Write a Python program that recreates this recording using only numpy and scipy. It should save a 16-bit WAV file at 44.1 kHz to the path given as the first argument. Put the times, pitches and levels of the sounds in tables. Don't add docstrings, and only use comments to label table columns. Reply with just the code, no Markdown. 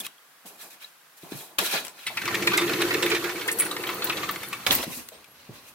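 import sys
import numpy as np
from scipy import signal
from scipy.fft import rfft, irfft, next_fast_len
from scipy.io import wavfile
from scipy.ndimage import uniform_filter1d, map_coordinates

SR = 44100
rng = np.random.default_rng(int(sys.argv[2]) if len(sys.argv) > 2 else 0)


def voltage_ratio(decibels):
    exponent = np.asarray(decibels, float) / 20
    return 10 ** exponent


def put_to_file(sound):
    columns = np.atleast_2d(sound).T
    safe = np.clip(columns, -1, 1)
    whole_steps = np.round(safe * 32767)
    wavfile.write(sys.argv[1], SR, whole_steps.astype(np.int16))


N = 253134
OUTSIDE_S = 3.46


def unit(x):
    return x / np.sqrt(np.mean(x ** 2) + 1e-20)


def along(points, hz):
    f, v = np.transpose(points)
    return np.interp(np.log(hz + 1), np.log(f + 1), v)


def colour(points):
    return lambda hz: voltage_ratio(along(points, hz))


def wobble(rate_hz):
    knots = rng.standard_normal(int(N * rate_hz / SR) + 4)
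    return map_coordinates(knots, [np.arange(N) * rate_hz / SR])


def modes(table, hz, gains=None):
    centre, width, db = np.transpose(table)[:, :, None]
    gain = voltage_ratio(db) * (-1.) ** np.arange(len(table))[:, None]
    if gains is not None:
        gain = gain * gains[:, None]
    return np.sum(gain * 1j * hz * width / (centre ** 2 - hz ** 2 + 1j * hz * width), axis=0)


# f/Hz, likeness (0..1)
LIKENESS = [(100, 1), (350, 0.99), (700, 0.84), (1400, 0.39), (2800, 0.096), (5000, 0.0093), (10000, 0.023),
            (14000, 0.085)]


def stereo(pair, response, direct=0, lag_s=0):
    n = pair.shape[1]
    m = next_fast_len(n + 4096)
    hz = np.fft.rfftfreq(m, 1 / SR)
    likeness = direct + (1 - direct) * along(LIKENESS, hz)
    turn = np.arccos(np.clip(likeness, -1, 1)) / 2
    mid, side = rfft(pair, m) * response(hz) * [np.cos(turn), np.sin(turn)]
    shift = np.exp(1j * np.pi * hz * lag_s)
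    return irfft(np.array([(mid + side) / shift, (mid - side) * shift]), m)[:, :n]


def rush(response, grain_db, patchy_db=0):
    noise = voltage_ratio(grain_db * (wobble(35) + 0.31 * wobble(220))) * rng.standard_normal((2, N))
    if patchy_db:
        z = signal.stft(noise, nperseg=256)[2]
        field = uniform_filter1d(rng.standard_normal(z.shape[1:]), size=3, axis=0)
        field = uniform_filter1d(field, size=6, axis=1)
        noise = signal.istft(z * voltage_ratio(patchy_db * unit(field)), nperseg=256)[1][:, :N]
    return unit(stereo(noise, response))


def burst(t60_s, rise_s, crack=0):
    t = np.arange(SR // 6) / SR
    chatter = voltage_ratio(-60 * t / t60_s) * (1 - np.exp(-t / rise_s))
    contact = voltage_ratio(-60 * t / 0.02) * (1 - np.exp(-t / .0001))
    return rng.standard_normal((2, len(t))) * (chatter + crack * contact)


def favour(table, ring_hz, lift_db, reach_oct, scatter_db):
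    octaves = np.log2(np.array(table)[:, 0] / ring_hz)
    lift = lift_db * np.exp(-(octaves / reach_oct) ** 2)
    return voltage_ratio(lift + scatter_db * rng.standard_normal(len(table)))


def blow(pair, response):
    return stereo(pair, response, direct=0.89, lag_s=.00007 * rng.standard_normal())


def add(track, s, sound, peak_db, pan_db):
    i = round((s - .001) * SR)
    sound = sound[:, :track.shape[1] - i] / np.abs(sound.mean(axis=0)).max()
    track[:, i:i + sound.shape[1]] += sound * voltage_ratio([[peak_db + pan_db / 2], [peak_db - pan_db / 2]])


# f/Hz, level/dB per Hz
AIR = [(24, -46), (40, -47), (85, -43), (147, -7.5), (180, -15), (918, -6), (1090, -3.5), (1590, -2),
       (1760, -5), (2050, -6), (7360, -13.5), (12800, -11), (16000, -15.5)]


def air():
    return voltage_ratio(-55) * rush(colour(AIR), grain_db=0)


# f/Hz, t60/s
HALL = [(200, 0.38), (2000, 0.24), (10000, 0.18)]


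def hall(x):
    hz, t, z = signal.stft(rng.standard_normal((2, SR // 3)), SR, nperseg=256)
    decay = voltage_ratio(-60 * t / along(HALL, hz)[:, None])
    tail = signal.istft(z * decay, SR, nperseg=256)[1]
    return signal.fftconvolve(x, tail / np.linalg.norm(tail[0]), axes=1)[:, :N]


def strokes(peak_s, rise_s, fall_s, db):
    power = np.zeros(N)
    for s, up, down, level in zip(peak_s, rise_s, fall_s, db):
        span = slice(max(int((s - up) * SR), 0), int((s + 5 * down) * SR))
        t = (np.arange(N) / SR)[span] - s
        swell = np.clip(1 + t / up, 0, 1) ** 1.3
        fade = voltage_ratio(level - 17 * np.clip(t / down, 0, None))
        power[span] += (fade * swell) ** 2
    return np.sqrt(power)


# peak t/s, rise/s, fall/s, level/dB, brightness/dB
RUBS = [(0.002, 0.0028, 0.04, -38.5, 3), (0.06, 0.049, 0.0094, -38.5, 1), (.46, 0.0057, 0.12, -48.5, 5.5),
        (.62, 0.049, 0.1, -44.5, 3.5), (.706, 0.0081, 0.079, -48, 4), (.83, 0.039, 0.078, -45, -2.5),
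        (1.182, 0.023, 0.049, -53.5, 5.5), (1.227, 0.045, 0.13, -49, 0), (1.322, 0.02, 0.15, -44.5, -2),
        (1.41, 0.15, 0.11, -46, 5), (1.586, 0.0035, 0.095, -24, -3), (1.666, 0.09, 0.1, -29.5, 0),
        (1.744, 0.061, 0.078, -24, -3.5), (1.853, 0.043, 0.096, -43.5, -1.5),
        (1.99, 0.072, 0.84, -47, -2.5), (4.673, 0.0054, 0.055, -26.5, -2.5), (4.722, 0.027, 0.13, -23.5, 0),
        (4.843, 0.033, 0.0096, -29.5, -1.5), (4.93, 0.054, 0.14, -38.5, 3), (5.126, 0.019, 0.2, -51.5, -7),
        (5.4, 0.11, 0.24, -53, -8), (5.56, 0.061, 0.15, -48.5, -3), (5.686, 0.08, 0.064, -50.5, 0.5)]
# peak t/s, rise/s, fall/s, level/dB
TREADS = [(.032, 0.093, 0.091, -50.5), (.452, 0.0061, 0.21, -50), (.65, .08, 0.16, -51),
          (1.24, 0.017, 0.57, -51.5), (1.322, 0.012, 0.53, -49.5), (1.588, 0.0075, 0.11, -33.5),
          (1.748, 0.033, 0.1, -33.5), (1.87, .05, 0.36, -55), (4.67, 0.003, 0.095, -32.5),
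          (4.707, 0.019, 0.14, -31.5), (4.802, 0.057, 0.038, -33.5), (4.877, 0.01, 0.21, -43),
          (5.122, 0.013, 0.58, -56.5), (5.498, 0.088, 0.24, -50.5), (5.686, 0.13, 0.11, -57)]
# f/Hz, level/dB per Hz
SOLE = [(94, -32), (160, -13.5), (392, -8.5), (579, -12.5), (623, -7.5), (900, -8.5), (1170, -12.5),
        (1980, -120)]
GROUND = [(15, -38), (25, -6), (92, -0.5), (128, -1.5), (163, -4.5), (241, 1), (628, -4.5), (900, -4.5),
          (1170, -3), (1980, -120)]
RUB = [(350, -14.5), (600, 1.5), (624, -7), (2450, 1), (2930, 1), (3910, 0.5), (6500, -5.5), (8450, -28),
       (14300, -120)]
CLOTH = [(2650, -65), (4500, -7), (5840, -6), (7470, -3.5), (13100, -1), (15700, -7)]
# f/Hz, width/Hz, level/dB
LATCH = [(1390, 48, -1.5), (1715, 33, 1), (2460, 110, -4), (3290, 76, -6), (3900, 220, -7), (4170, 32, -3)]
POST = [(980, 33, 0), (1980, 120, -10), (2520, 23, -2), (2740, 62, -8), (4070, 53, -4), (5830, 65, -13)]


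def scuffs():
    s, up, down, db, bright_db = np.transpose(RUBS)
    indoors = np.arange(N) < OUTSIDE_S * SR

    def ringing(table, share):
        response = lambda hz: colour(RUB)(hz) * (1 + share * np.abs(modes(table, hz)))
        return rush(response, grain_db=1.5, patchy_db=2.5)

    rub = np.where(indoors, ringing(LATCH, share=2.2), ringing(POST, share=1.6))
    cloth = rush(colour(CLOTH), grain_db=2.0)
    sole = np.where(indoors, rush(colour(SOLE), grain_db=2), rush(colour(GROUND), grain_db=2.5))
    rubbing = strokes(s, up, down, db) * rub + strokes(s, up, down, db + bright_db) * cloth
    return strokes(*np.transpose(TREADS)) * sole + rubbing


def pushes(events, damping, rise_s, push=0):
    out = np.zeros((2, N))
    for s, db, ring_hz, t60_s in events:
        force = burst(t60_s, rise_s) + push * (np.arange(SR // 6) == 0)
        ring = lambda hz: modes([(ring_hz, damping * ring_hz, 0)], hz) ** 2
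        add(out, s, stereo(force, ring), db, 0)
    return out


# t/s, peak level/dB, f/Hz, t60/s
BUMPS = [(0.003, -45, 185, 0.043), (0.454, -48, 730, 0.045), (0.454, -48, 197, 0.042),
         (1.234, -38, 290, 0.037), (1.234, -41, 162, 0.057), (1.321, -26.5, 318, 0.023),
         (1.324, -39, 159, 0.04), (1.349, -36.5, 160, 0.05), (1.619, -28.5, 355, 0.099),
         (2.102, -33, 770, 0.17), (4.666, -24.5, 630, 0.11), (4.869, -28.5, 215, 0.09),
         (4.762, -31.5, 260, 0.041), (4.788, -37, 300, 0.059), (4.838, -26.5, 620, 0.039),
         (4.715, -29, 980, .05), (4.973, -37, 231, 0.14), (5.12, -41, 566, 0.27),
         (5.492, -36.5, 139, 0.042), (5.495, -38, 378, .04)]


def bumps():
    return pushes(BUMPS, damping=0.52, rise_s=0.0019, push=10.2)


# t/s, peak level/dB, f/Hz, t60/s
PINGS = [
    (0.0034, -30.5, 3450, 0.03),
    (0.047, -36, 2500, .015),
    (0.049, -37, 3300, 0.014),
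    (0.18, -49, 3270, 0.016),
    (0.8438, -34.5, 3900, 0.016),
]


def pings():
    return pushes(PINGS, damping=0.067, rise_s=.002)


# f/Hz, width/Hz, level/dB
KEY_MODES = [(8630, 130, 14.5), (9620, 45, 17.5), (9800, 45, 13), (9900, 55, 14), (11850, 150, -5),
             (12750, 94, 17), (14000, 250, 5), (14500, 50, -1), (15570, 140, 17)]


def keys(events, t60_s, rise_s, lift_db, broad_db, width_hz):
    out = np.zeros((2, N))
    for s, db, ring_hz, pan_db in events:
        gains = favour(KEY_MODES, ring_hz, lift_db, reach_oct=.1, scatter_db=2)
        click = lambda hz: voltage_ratio(broad_db) * modes([(ring_hz, width_hz, 0)], hz) ** 2
        ring = lambda hz: modes(KEY_MODES, hz, gains) + click(hz)
        add(out, s, blow(burst(t60_s, rise_s), ring), db, pan_db)
    return out


# t/s, peak level/dB, loudest f/Hz, left-right/dB
JINGLES = [
    (3.574, -33, 12750, 0),
    (3.592, -19, 9750, 3),
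    (3.598, -15.5, 9100, 2),
    (3.603, -17, 9800, -3),
    (3.612, -30, 9650, 0),
    (3.622, -31, 9800, -2),
    (3.649, -31, 9700, -2),
    (4.715, -20, 14000, 5),
    (4.725, -15, 14500, 12),
    (4.7494, -14, 14500, 4),
]
# t/s, peak level/dB, loudest f/Hz, left-right/dB
CLINKS = [(3.4787, -24, 9600, 5.6), (3.5155, -20.5, 8960, 0.88), (3.525, -19.5, 10100, 2),
          (3.587, -18.5, 10800, 3), (3.8286, -34, 9560, 5), (3.8726, -29, 12800, 5),
          (3.9015, -27, 14800, 5), (3.9444, -28, 13500, 4), (4.0436, -18.5, 14800, 3.0),
          (4.312, -20.5, 13600, 2.73), (4.4852, -30, 13000, 4.3)]


def key_bunch():
    ringing = keys(JINGLES, t60_s=0.037, rise_s=.0015, lift_db=18.5, broad_db=21.5, width_hz=1400)
    clicking = keys(CLINKS, t60_s=.04, rise_s=.0006, lift_db=3, broad_db=22, width_hz=6000)
    return ringing + clicking


# t/s, peak level/dB, tick level/dB, loudest f/Hz, left-right/dB
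KNOCKS = [(0.066, -25, -3, 2880, 3), (1.32, -41, -26, 1100, -14), (1.587, -15, -7.5, 1077, 0),
          (1.591, -22.5, 0.5, 1280, 2), (1.85, -34.5, 0, 2560, 6), (1.869, -32.5, -4, 970, 1),
          (1.882, -38, -3, 751, 6), (4.648, -37, -12, 1250, 0), (4.6655, -16, -11.5, 3300, -4),
          (4.668, -11.5, -21, 2650, -6), (4.670, -18, -20, 1170, -6), (4.675, -29, -13, 2500, 4),
          (4.829, -22, -15, 3400, 4), (4.709, -14.5, -24, 3330, -5), (4.721, -24, -5, 990, -3),
          (4.789, -23.5, -16, 1900, -7), (5.088, -39, 0.5, 3780, 3), (5.244, -40.5, -13, 2400, 7)]
# f/Hz, width/Hz, level/dB
PANES = [(1003, 12.5, 5.5), (1160, 140, 5), (1470, 230, 2.5), (1810, 96, 5), (2070, 250, -3.5),
         (2270, 21, 7.5), (2470, 130, -7), (2620, 80, 7), (3300, 450, -3), (3580, 29, 9.5), (3910, 270, 0),
         (4410, 36, 6.5)]
# f/Hz, level/dB
TICK = [(3000, -4), (5000, -3.5), (8000, 3.5), (12000, -0.5), (16000, -3)]


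def knocks():
    out = np.zeros((2, N))
    crack = 2.4
    for s, db, tick_db, ring_hz, pan_db in KNOCKS:
        gains = favour(PANES, ring_hz, lift_db=6, reach_oct=.12, scatter_db=3)
        struck = lambda hz: 1 + 1.8 * np.abs(modes([(ring_hz, 0.21 * ring_hz, 0)], hz))
        body = lambda hz: modes(PANES, hz, gains) * (hz < 5000) + voltage_ratio(2.5 + along(RUB, hz))
        ring = lambda hz: struck(hz) * body(hz)
        add(out, s, blow(burst(0.027, 0.0015, crack), ring), db, pan_db)
        add(out, s, blow(burst(0.011, 0.0006, 0.5 * crack), colour(TICK)), db + tick_db + 9, pan_db)
    return out


# t/s, length/s, first f/Hz, last f/Hz, level/dB
SQUEAKS = [
    (2.66, .24, 10750, 11905, -64),
    (2.72, .18, 13030, 13450, -61),
    (4.12, .1, 11750, 11685, -62),
    (4.21, .1, 11685, 12374, -61),
    (4.32, .17, 12000, 9400, -62),
    (4.99, .11, 9500, 9400, -68),
    (5.13, .06, 8300, 8750, -69),
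    (5.28, .09, 11500, 11300, -72),
]


def squeaks():
    out, t = np.zeros(N), np.arange(N) / SR
    for s, length_s, first_hz, last_hz, db in SQUEAKS:
        u = (t - s) / length_s
        glide_hz = first_hz + (last_hz - first_hz) * np.clip(u, 0, 1)
        pitch_hz = glide_hz * (1 + 0.007 * wobble(200))
        gain = voltage_ratio(db - 4 * u + 10 + 4 * wobble(50)) * (u > 0) * (u < 1)
        out += gain * np.sin(2 * np.pi * np.cumsum(pitch_hz) / SR)
    return out * voltage_ratio([[1.5], [-1.5]])


# t/s, left-right/dB
DOOR_SIDE = [(2.0, 3), (3.31, -5), (3.62, 1), (4.48, 1), (4.6, 6)]


def door_pan_db(s):
    return np.interp(s, *np.transpose(DOOR_SIDE))


# t/s, peak level/dB, loudest f/Hz, t60/s
TICKS = [(1.894, -36, 8020, 0.046), (2.068, -20.5, 9340, 0.05), (2.0734, -32, 9400, 0.08),
         (2.171, -28.5, 12500, 0.05), (2.2184, -31, 5240, 0.05), (2.2553, -27.5, 5980, 0.05),
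         (2.3467, -20, 6490, 0.05), (2.4249, -27.5, 6780, 0.054), (2.4716, -21, 7090, 0.081),
         (2.5354, -27, 5520, 0.05), (2.5737, -13.5, 8140, 0.073), (2.6144, -28, 5670, 0.05),
         (2.6954, -26, 5270, 0.05), (2.733, -27, 11100, 0.054), (2.818, -18, 5650, 0.058),
         (2.8874, -27, 5790, 0.05), (2.9394, -22, 5590, 0.05), (3.0257, -19, 5700, 0.11),
         (3.0614, -23, 12600, 0.05), (3.101, -22, 5140, 0.085), (3.1487, -24, 5330, 0.062),
         (3.2415, -27, 5070, 0.05), (3.2925, -35, 5100, 0.05), (3.4114, -41, 12500, 0.05),
         (3.664, -27, 9790, 0.05), (3.714, -27, 8360, 0.05), (4.0694, -28, 5470, 0.054),
         (4.095, -26, 5350, 0.055), (4.1714, -30, 11500, 0.05), (4.2324, -32, 13400, 0.05),
         (4.2911, -32, 14100, 0.046), (4.3574, -32, 5630, 0.05), (4.433, -29, 13000, 0.05),
         (4.5295, -27.5, 5230, 0.06)]


def ticks():
    out = np.zeros((2, N))
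    for s, db, ring_hz, t60_s in TICKS:
        struck = lambda hz: 1 + 1.8 * np.abs(modes([(ring_hz, 0.081 * ring_hz, 0)], hz))
        ring = lambda hz: colour(TICK)(hz) * struck(hz)
        add(out, s, blow(burst(t60_s, 0.00091, crack=0.4), ring), db - 2.5, door_pan_db(s))
    return out


# f/Hz, level/dB
CLACK = [(500, -38), (900, 4.5), (1500, -12), (2500, 1), (4200, -0.5), (5200, 0.5), (8000, -14.5)]


def rattles(events, broad_db, focus, crack, rise_s):
    out = np.zeros((2, N))
    for s, db, low_hz, high_hz, t60_s in events:
        gains = favour(PANES, low_hz, lift_db=3, reach_oct=.1, scatter_db=3)
        pieces = [(low_hz, 0.086 * low_hz, 0), (high_hz, 0.12 * high_hz, 0)]
        struck = lambda hz: 1 + focus * np.abs(modes(pieces, hz))
        body = lambda hz: modes(PANES, hz, gains) * (hz < 5000) + voltage_ratio(broad_db + along(CLACK, hz))
        ring = lambda hz: struck(hz) * body(hz)
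        add(out, s, blow(burst(t60_s, rise_s, crack), ring), db - 2, door_pan_db(s))
    return out


# t/s, peak level/dB, low f/Hz, high f/Hz, t60/s
OPENING = [(1.99, -36, 1950, 2360, 0.056), (2.0662, -17.5, 1980, 2590, 0.05),
           (2.0727, -20, 2070, 2070, 0.07), (2.1721, -15, 1920, 2540, 0.064),
           (2.2172, -17.5, 1580, 2290, 0.043), (2.2564, -19.5, 1660, 2400, 0.05),
           (2.278, -14, 1140, 1980, 0.033), (2.2848, -22.5, 1350, 2210, 0.056),
           (2.3441, -13, 1600, 2380, 0.033), (2.3514, -11.5, 1900, 2470, 0.036),
           (2.4242, -19.5, 1900, 2450, 0.05), (2.473, -9.5, 1750, 2440, 0.04),
           (2.517, -16.5, 1160, 2470, 0.044), (2.5347, -13.5, 1470, 2350, 0.13),
           (2.577, -8, 2015, 2110, 0.097), (2.6155, -14, 1180, 2200, 0.063),
           (2.6774, -20, 1720, 2390, 0.05), (2.6936, -15, 1470, 2520, 0.075),
           (2.734, -15, 1470, 2440, 0.05), (2.7605, -22, 1640, 2080, 0.034),
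           (2.806, -18, 1540, 2300, 0.081), (2.819, -10.5, 1780, 2760, 0.047),
           (2.8878, -30, 1510, 2120, 0.044), (2.9074, -19.5, 1830, 2280, 0.045),
           (2.9294, -20, 1660, 1970, 0.05), (2.9416, -13.5, 1730, 2030, 0.039),
           (3.0261, -12.5, 1800, 2600, 0.066), (3.0617, -14, 1860, 2220, 0.059),
           (3.1023, -18.5, 1870, 2300, 0.05), (3.1148, -15.5, 1500, 2240, 0.082),
           (3.148, -13, 1730, 2250, 0.11), (3.241, -17, 1500, 2100, 0.11), (3.294, -20, 1750, 2090, 0.05),
           (3.3555, -26, 1610, 2450, 0.05), (3.4121, -19.5, 1710, 2170, 0.072)]
SHUTTING = [(3.4827, -15.5, 1860, 2230, 0.094), (3.5997, -19, 1740, 2160, 0.062),
            (3.6204, -20, 1340, 1930, 0.067), (3.663, -20.5, 1530, 1980, 0.058),
            (3.712, -20, 1120, 3970, 0.066), (3.7654, -20.5, 1010, 1850, 0.05),
            (3.837, -21, 1670, 2370, 0.05), (3.8695, -22, 1070, 3240, 0.054),
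            (3.8899, -18, 1020, 2060, 0.12), (4.0213, -21.5, 1150, 4340, 0.038),
            (4.0705, -21.5, 1010, 4100, 0.077), (4.0971, -13.5, 1280, 2400, 0.059),
            (4.1237, -19.5, 1830, 2500, 0.05), (4.1714, -22, 1140, 3800, 0.061),
            (4.2324, -18, 1130, 2260, 0.061), (4.2905, -15.5, 1140, 2060, 0.056),
            (4.359, -21.5, 1170, 2150, 0.041), (4.4043, -36, 1250, 4050, 0.059),
            (4.4318, -23.5, 1280, 2150, 0.042), (4.5289, -17.5, 1155, 2550, 0.062)]


def pane_rattle():
    opening = rattles(OPENING, broad_db=-1.0, focus=4.8, crack=0.47, rise_s=0.0034)
    return opening + rattles(SHUTTING, broad_db=-3, focus=4.5, crack=.6, rise_s=0.0015)


def jitters(centre_hz, spread, cycles, size_db, rate_hz=220):
    draws = rng.random((round(rate_hz * N / SR), 4))
    when, pitch, size, side = draws.T[:, :, None]
    k = np.arange(SR // 40)
    t = k / SR
    hz = centre_hz * np.exp(spread * (2 * pitch - 1))
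    decay = voltage_ratio(-size_db * np.log(size) - 60 * t * hz / cycles)
    ring = decay * np.sin(2 * np.pi * hz * t) * (1 - np.exp(-t / 0.0018))
    at = (when * N).astype(int) + k + 8
    lag = (12 * side - 6).astype(int)
    return unit(np.array([np.bincount((at + way * lag).ravel(), ring.ravel(), N)[:N] for way in (0, 1)]))


# t/s, level/dB
SPEED = [(2.056, -75), (2.3, -36.5), (2.43, -30.5), (2.63, -26), (2.85, -25.5), (2.95, -25), (3.15, -25),
         (3.22, -32.5), (3.43, -36.5), (4.18, -37.5), (4.49, -50.5), (4.667, -60)]
# level/dB at reference drive, dB per dB of drive, dB per s from the open end
BOOM = (-32, 0.85, 0)
CHATTER = (-35.5, 0.47, 2.94)
SIZZLE = (-40, 0.27, 0.65)
RUMBLE = (-48.5, 0.56, 10.3)
# f/Hz, width/Hz, level/dB
PANEL = [(299, 25, -5), (344.2, 10, 6), (375.4, 14.5, -1), (386.1, 12.4, -1), (451.6, 30, -0.5),
         (542, 32, -2.5), (727, 95, -4)]
PANEL_OUTSIDE = [(289.6, 17, -4), (355, 69, 2.5), (410, 34, 1.5), (450, 35, 0.5), (524, 44, -1.5),
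                 (730, 510, -11)]
# f/Hz, level/dB per Hz
GRIT = [(350, -8.5), (600, -2), (899, -0.5), (1110, -6), (1600, -4), (2200, -4.5), (3000, -7), (4000, -12),
        (6000, -7), (7800, -13.5), (13200, -120)]
HISS = [(2650, -19), (4500, 6.5), (4900, -13), (7650, -2.5), (14200, 1), (15300, -1.5), (16000, -30)]
THUD = [(15, -54), (25, -32), (97, -5), (123, 1.5), (161, -3), (188, 4.5), (227, -3), (260, -2.5),
        (340, -1), (570, -120)]


def rolling():
    t = np.arange(N) / SR
    drive_db = np.interp(t, *np.transpose(SPEED), -400, -400) + 30
    from_open_s = np.abs(t - OUTSIDE_S)

    def follow(layer):
        db, db_per_db, db_per_s = layer
        return voltage_ratio(db + db_per_db * drive_db + db_per_s * from_open_s)

    inside = rush(lambda hz: modes(PANEL, hz) * modes([(355, 212, 0)], hz) ** 2, grain_db=-3.0)
    outside = rush(lambda hz: modes(PANEL_OUTSIDE, hz) * modes([(418, 1700, 0)], hz), grain_db=0.0)
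    panel = np.where(np.arange(N) < OUTSIDE_S * SR, inside, outside)
    power = np.abs(uniform_filter1d(np.mean(panel ** 2, axis=0), size=SR // 12))
    panel = panel / (power + .05) ** .3

    glass_ring = lambda hz: colour(GRIT)(hz) * (1 + 1.04 * np.abs(modes(PANES, hz)))
    glass = rush(glass_ring, grain_db=2.2, patchy_db=2.5)
    glass = glass + .4 * jitters(centre_hz=1900, spread=.6, cycles=45, size_db=2)
    hiss = rush(colour(HISS), grain_db=0.0)
    low = rush(colour(THUD), grain_db=2)
    return follow(BOOM) * panel + follow(CHATTER) * glass + follow(SIZZLE) * hiss + follow(RUMBLE) * low


def scene():
    hits = pane_rattle() + ticks() + knocks() + key_bunch() + bumps()
    near = pings() + squeaks()
    return hits + voltage_ratio(-10) * hall(hits) + rolling() + scuffs() + near + air()


def band_limit(x):
    return signal.sosfilt(signal.butter(12, 17000, fs=SR, output="sos"), x)


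def record(dry):
    m = next_fast_len(N)
    hz = np.fft.rfftfreq(m, 1 / SR)
    treble = np.where(hz < 15850, 1, voltage_ratio(-33))
    bass = hz ** 2 / (hz ** 2 + 40 ** 2)
    mix = irfft(rfft(dry, m) * treble * bass, m)[:, :N]
    return band_limit(mix)


dry = scene()
out = record(dry)
put_to_file(out)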